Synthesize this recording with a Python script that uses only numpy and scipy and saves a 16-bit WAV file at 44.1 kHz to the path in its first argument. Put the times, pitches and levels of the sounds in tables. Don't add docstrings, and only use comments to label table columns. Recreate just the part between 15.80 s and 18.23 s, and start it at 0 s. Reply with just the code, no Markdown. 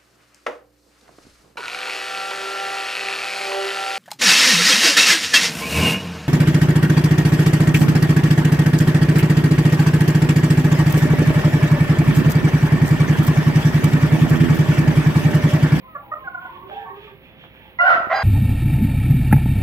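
import sys
import numpy as np
from scipy import signal
from scipy.fft import rfft, irfft
from scipy.io import wavfile
from scipy.ndimage import uniform_filter1d

SR = 44100
rng = np.random.default_rng(int(sys.argv[2]) if len(sys.argv) > 2 else 0)


def amplitude_ratio(level_db):
    exponent = np.asarray(level_db, float) / 20
    return 10 ** exponent


def store_wav(level_fs):
    pcm = np.round(np.clip(np.atleast_2d(level_fs), -1, 1) * 32767)
    wavfile.write(sys.argv[1], SR, pcm.T.astype(np.int16))


N = 107207
PORT_LAG_S = 0.00017
FAR_T60_S = 0.33


def curve(table):
    p = np.array(table, float)
    return amplitude_ratio(np.interp(np.log(np.fft.rfftfreq(N, 1 / SR) + 1), np.log(p[:, 0] + 1), p[:, 1]))


def unit(x):
    return x / np.sqrt(np.mean(x ** 2))


def shaped(noise, table):
    return unit(irfft(rfft(noise) * curve(table), N))


def band(x, hz, width_hz):
    sos = signal.butter(2, [hz - width_hz / 2, hz + width_hz / 2], "band", fs=SR, output="sos")
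    return signal.sosfilt(sos, x)


def walk(rate_hz):
    k = int(SR / rate_hz)
    steps = np.repeat(rng.standard_normal(N // k + 1), k)
    return unit(uniform_filter1d(uniform_filter1d(steps, k), k)[:N])


def stack(hz, partial_db):
    phase = 2 * np.pi * np.cumsum(hz) / SR
    return np.sqrt(2) * sum(amplitude_ratio(db) * np.sin((k + 1) * phase + k * k) for k, db in enumerate(partial_db))


def voiced(rows, partial_db, attack_s, wobble, flutter_db):
    out, t = np.zeros(N), np.arange(N) / SR
    drift, flutter = 1 + wobble * walk(60), amplitude_ratio(flutter_db * walk(34.4))
    for s, length, hz, end_hz, db in rows:
        on = slice(int(s * SR), int((s + length + attack_s) * SR))
        u = t[on] - s
        env = np.clip(np.minimum(u, length + attack_s - u) / attack_s, 0, 1) ** 2
        glide_hz = hz + (end_hz - hz) * u / length
        out[on] += amplitude_ratio(db) * env * flutter[on] * stack(glide_hz * drift[on], partial_db)
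    return out


def shed(x, wet_db, lag_s, t60_s, slap=1):
    slap_s, slap_db, t60_high_s = 0.047, -15, 0.5
    t = np.arange(SR) / SR
    noise = rng.standard_normal((2, SR))
    noise += 1.21 * signal.sosfilt(signal.butter(2, 900, fs=SR, output="sos"), noise.sum(0))
    low = signal.sosfilt(signal.butter(1, 2500, fs=SR, output="sos"), noise)
    tail = low * amplitude_ratio(-60 * t / t60_s) + (noise - low) * amplitude_ratio(-60 * t / min(t60_high_s, t60_s))
    tail = tail * np.clip(t / 0.012, 0, 1)
    ir = amplitude_ratio(wet_db) * tail / np.sqrt(np.sum(amplitude_ratio(-120 * t / t60_s)))
    lag = int(round(lag_s * SR))
    ir[0, max(lag, 0)] += 1
    ir[1, max(-lag, 0)] += 1
    ir[:, int(slap_s * SR)] += slap * amplitude_ratio(slap_db)
    return signal.fftconvolve(x[None], ir, axes=1)[:, :N]


# f/Hz, density/(dB per Hz)
RUMBLE = [(18, -29.5), (30, -5), (129, 6), (717, -6), (1580, -12.5), (2250, -6.5), (3550, -16),
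          (4800, -33.5), (6500, -50), (9000, -76), (19800, -120)]


def rumble():
    shared = rng.standard_normal(N)
    white = np.array([np.roll(shared, int(PORT_LAG_S * SR)), shared]) + 0.55 * rng.standard_normal((2, N))
    return amplitude_ratio(-49.5) * shaped(white, RUMBLE) * amplitude_ratio(0.59 * walk(13))


# f/Hz, level/dB
FAN_LINES = [(60, -60.5), (120, -83), (527, -61.5)]


def fan():
    t = np.arange(N) / SR
    return sum(amplitude_ratio(db) * np.sqrt(2) * np.sin(2 * np.pi * hz * t) for hz, db in FAN_LINES)


# f/Hz, density/(dB per Hz)
HISS = [(5000, -56), (8500, -25), (10700, -12.5), (12100, 1.5), (14100, 7), (15700, 8.5)]


def hiss():
    noise = shaped(rng.standard_normal((2, N)), [(7000, -57)] + list(HISS))
    return amplitude_ratio(-63) * noise * amplitude_ratio(1.3 * walk(3.5) + 1.1 * walk(18))


# t/s, length/s
CHATTER_SPANS_S = [
    (.36, .2),
    (.58, .22),
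    (.86, .2),
    (1.13, .2),
    (1.40, .14),
    (1.56, .12),
    (1.70, .25),
]
CHATTER_DB = [-73, -60.5, -56, -56, -59, -55.5, -59.5]
CHATTER_HZ = [2544, 3234, 1737]
CHATTER_WIDTH_HZ = [570, 520, 390]


def chatter():
    t, flicker_db, edge_s = np.arange(N) / SR, 2, 0.04
    env = sum(amplitude_ratio(db) * np.clip(np.minimum(t - s, s + length - t) / edge_s, 0, 1)
              for (s, length), db in zip(CHATTER_SPANS_S, CHATTER_DB))
    return env * sum(amplitude_ratio(flicker_db * walk(31.0)) * unit(band(rng.standard_normal(N), f, w))
                     for f, w in zip(CHATTER_HZ, CHATTER_WIDTH_HZ))


# t/s, length/s, first f/Hz, last f/Hz, level/dB
HIGH_CROONS = [(.03, .06, 1033, 1026, -54), (.19, 0.04, 798, 812, -56), (.26, 0.04, 845, 830, -52),
               (.24, .09, 980, 1000, -54), (.37, 0.25, 1040, 1070, -48), (.62, 0.083, 1000, 1020, -45),
               (.64, .06, 920, 930, -50), (.73, 0.125, 1070, 1060, -48), (.77, 0.054, 920, 960, -50),
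               (.97, 0.15, 1690, 1864, -55), (1.04, 0.063, 920, 960, -47), (1.055, .055, 1170, 1090, -44),
               (.94, .07, 950, 900, -55), (1.2, .07, 920, 900, -58), (1.8, .08, 860, 870, -61)]
HIGH_PARTIALS_DB = [2.5, -17]


def high_croons():
    return voiced(HIGH_CROONS, HIGH_PARTIALS_DB, attack_s=0.0017, wobble=0.03, flutter_db=np.sqrt(2))


# t/s, length/s, first f/Hz, last f/Hz, level/dB
MID_CROONS = [
    (.885, 0.023, 598, 595, -41.5),
    (.905, 0.035, 780, 799, -34),
    (.96, 0.03, 786, 802, -34.5),
    (1.01, 0.051, 807, 763.4, -35.5),
]
MID_PARTIALS_DB = [0, -10, -36]


def mid_croons():
    return voiced(MID_CROONS, MID_PARTIALS_DB, attack_s=0.01, wobble=0.0058, flutter_db=1.1)


# t/s, length/s, first f/Hz, last f/Hz, level/dB
LOW_CROONS = [
    (.22, 0.4, 334.8, 341.7, -53),
    (.58, 0.217, 334, 363.7, -47),
    (.83, 0.042, 368, 381.3, -38),
    (.905, 0.14, 427.6, 448, -43),
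    (1.10, 0.067, 396.3, 407.2, -37),
    (1.22, 0.036, 421, 429, -38),
    (1.26, 0.063, 408, 397.6, -44.5),
]
LOW_PARTIALS_DB = [-6.5, -22.5, -14.5, -16.5]


def low_croons():
    return voiced(LOW_CROONS, LOW_PARTIALS_DB, attack_s=0.0057, wobble=0.007, flutter_db=2.2)


# t/s, length/s, f/Hz, level/dB
CLUCKS = [(0.073, 0.12, 634, -50), (0.146, 0.024, 592.3, -28), (0.152, 0.033, 714.6, -38.5),
          (0.3123, 0.017, 637, -25), (0.331, 0.0096, 662, -22), (0.347, .012, 639, -31),
          (0.366, .018, 642, -38), (0.436, 0.041, 807, -36), (0.469, 0.017, 751, -25.5),
          (0.541, 0.016, 742, -26.5), (0.571, 0.022, 731.5, -34.5), (0.611, 0.064, 756, -36),
          (0.645, 0.016, 748, -29), (1.269, 0.023, 591, -47.5)]
# f/Hz, level/dB
CLUCK_THROAT = [(550, -14), (650, -14), (800, -11), (1150, 0), (1500, 0), (1750, -13), (1900, -11),
                (2200, -30), (3200, -40)]


def clucks():
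    throat_hz, throat_db = np.array(CLUCK_THROAT).T
    out = np.zeros(N)
    for s, length, hz, db in CLUCKS:
        partial_db = np.interp(hz * np.arange(1, 5), throat_hz, throat_db)
        out += voiced([(s, length, hz, hz * (1 - 0.023), db)], partial_db, 0.0075, 0.0094, 0.38)
    return out


PECK_TIMES_S = [
    .899,
    1.09,
    1.64,
    1.75,
]
PECKS_DB = [-31, -39, -34, -41]


def pecks():
    t, clicks = np.arange(N) / SR, np.zeros(N)
    for s, db in zip(PECK_TIMES_S, PECKS_DB):
        clicks -= amplitude_ratio(db) * np.exp(-((t - s) / 0.00016) ** 2)
    cracks = band(clicks, 2500, width_hz=3600) * 2.68
    return shed(cracks, 0, PORT_LAG_S, t60_s=0.12, slap=0)


THUMP_TIMES_S = [
    2.156,
    2.181,
    2.204,
    2.272,
]
THUMPS_DB = [-25, -23, -27.5, -23]


def wing_thumps():
    t, puffs = np.arange(N) / SR, np.zeros(N)
    puff_hz, puff_s, left_db = 300, 0.0017, -12
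    for s, db in zip(THUMP_TIMES_S, THUMPS_DB):
        puffs += amplitude_ratio(db) * np.exp(-((t - s) / puff_s) ** 2) * np.cos(2 * np.pi * puff_hz * (t - s))
    return puffs * amplitude_ratio(np.array([[left_db], [0]]))


# f/Hz, density/(dB per Hz)
STRAIN = [(4000, -37.5), (6000, -11.5), (8000, -32), (10000, -7), (13000, -3), (15500, -7.5)]


def strain():
    t, peak_s, length_s = np.arange(N) / SR, 2.08, 0.046
    env = amplitude_ratio(-55.5) * np.exp(-((t - peak_s) / length_s) ** 2)
    return env * shaped(rng.standard_normal(N), STRAIN)


BEAK_HZ = [1065, 1926, 1480, 625]
BEAK_WIDTH_HZ = [117, 210, 168.2, 146]
RASP_DB = [-4, -1.5, -10.5, -19.5]
# f/Hz, density/(dB per Hz)
BREATH = [(250, -35.5), (550, -15.5), (1400, -3), (2200, -15.5), (3200, -24), (5000, -36), (7200, -50),
          (9000, -79.5)]


def squawk(rows, partial_db, rasp_share):
    rattle_hz, rattle_depth, quaver, jitter = 71.75, 0.94, 0.004, 0.062
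    upper_fade_db, breath_db, breath_build_s = 44, 2.5, 0.07
    t, p = np.arange(N) / SR, np.array(rows).T
    start_s, end_s = p[0, 0], p[0, -1]
    hz, db, rough = (np.interp(t, p[0], c) for c in p[1:])
    rattle = np.cos(2 * np.pi * np.cumsum(rattle_hz * (1 + 0.1026 * walk(30))) / SR)
    fading_db = []
    for k, g in enumerate(partial_db):
        flutter_db = 3 if k > 1 else 2.5
        fading_db.append(g - upper_fade_db * rough * (k > 2) + flutter_db * walk(70))
    shaky_hz = hz * (1 + (quaver + jitter * rough ** 2) * walk(250))
    voice = stack(shaky_hz, fading_db) * (1 + rattle_depth * rough * rattle)
    rasp = sum(amplitude_ratio(g) * unit(band(rng.standard_normal(N), f, w))
               for f, w, g in zip(BEAK_HZ, BEAK_WIDTH_HZ, RASP_DB))
    breath = amplitude_ratio(breath_db) * shaped(rng.standard_normal(N), BREATH) * (1 + 0.21 * rattle)
    rasp += breath * np.clip((t - start_s) / breath_build_s, 0, 1)
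    gate = (t > start_s) & (t < end_s)
    return amplitude_ratio(db) * gate * (voice + (rasp_share + np.abs(rough)) * rasp)


# t/s, f/Hz, level/dB, roughness/0-1
SQUAWK_1 = [
    (1.986, 671, -52, 0),
    (1.998, 692.2, -26, 0.25),
    (2.018, 715, -18.5, 0.22),
    (2.04, 742.3, -28, 0.31),
    (2.074, 770.3, -19.5, 0.29),
    (2.10, 687, -23.5, 0.69),
    (2.124, 679.9, -20, 0.42),
    (2.165, 677.7, -29.5, 0.55),
    (2.2, 670, -52, 0.8),
]
SQUAWK_1_PARTIALS_DB = [-6.5, 6, -17.5, -4.5, -26, -24.5, -32, -44.5, -40.5, -71.5]
# t/s, length/s, first f/Hz, last f/Hz, level/dB
ONSET = [
    (1.987, .018, 995, 1000, -22),
]
ONSET_PARTIALS_DB = [-10, 0]
# t/s, length/s, first f/Hz, last f/Hz, level/dB
UNDERTONE = [
    (1.995, .035, 585, 610, -37),
]


def first_squawk():
    voice = strain() + squawk(SQUAWK_1, SQUAWK_1_PARTIALS_DB, rasp_share=0.025)
    voice += voiced(ONSET, ONSET_PARTIALS_DB, 0.002, 0.0068, 0.94)
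    return voice + voiced(UNDERTONE, [0], 0.0055, 0.014, 4.6)


# t/s, f/Hz, level/dB, roughness/0-1
SQUAWK_2 = [
    (2.285, 600, -60, .6),
    (2.303, 635, -25, .8),
    (2.325, 645, -22, .75),
    (2.338, 800, -21, .28),
    (2.36, 809, -22, .1),
    (2.40, 810, -24, .16),
    (2.44, 807, -24, .18),
]
SQUAWK_2_PARTIALS_DB = [-1, -8, -24, -20, -14, -10, -34, -29, -43, -60, -60, -44, -42, -56, -50, -48, -38,
                        -41, -50]


def second_squawk():
    return squawk(SQUAWK_2, SQUAWK_2_PARTIALS_DB, rasp_share=0.26)


def scene():
    background = rumble() + hiss() + fan()
    far = shed(high_croons() + chatter(), 0.91, PORT_LAG_S, FAR_T60_S, slap=0)
    far += shed(mid_croons() + low_croons(), -4, 0.0003, FAR_T60_S, slap=0)
    far += shed(clucks(), -8, PORT_LAG_S, FAR_T60_S)
    near = shed(first_squawk(), 0, -0.00021, t60_s=0.6)
    near += shed(second_squawk(), -5, -0.00003, t60_s=0.6)
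    return background + far + pecks() + wing_thumps() + near


def top_cut(x):
    return signal.sosfilt(signal.butter(12, 16270, fs=SR, output="sos"), x)


# f/Hz, level/dB
PORTS = [(60, -1.5), (130, -4.5), (300, -4.5), (700, -1.5), (1300, -2), (2400, -6), (4400, -3.5), (8000, 6),
         (15000, 10)]


def record(dry):
    loud = uniform_filter1d(np.abs(dry), size=400)
    grit = shaped(rng.standard_normal((2, N)), [(7000, -42.0)] + list(HISS))
    x = dry + amplitude_ratio(-46) * loud * grit
    x = signal.sosfilt(signal.ellip(10, 0.2, 60, 15800, fs=SR, output="sos"), x)
    tilt = np.sqrt(curve(PORTS))
    ports = np.roll(irfft(np.array([tilt, 1 / tilt]), N), N // 2, axis=1)
    x = signal.fftconvolve(x, ports, axes=1)[:, N // 2:N // 2 + N]
    return top_cut(x)


dry = scene()
out = record(dry)
store_wav(out)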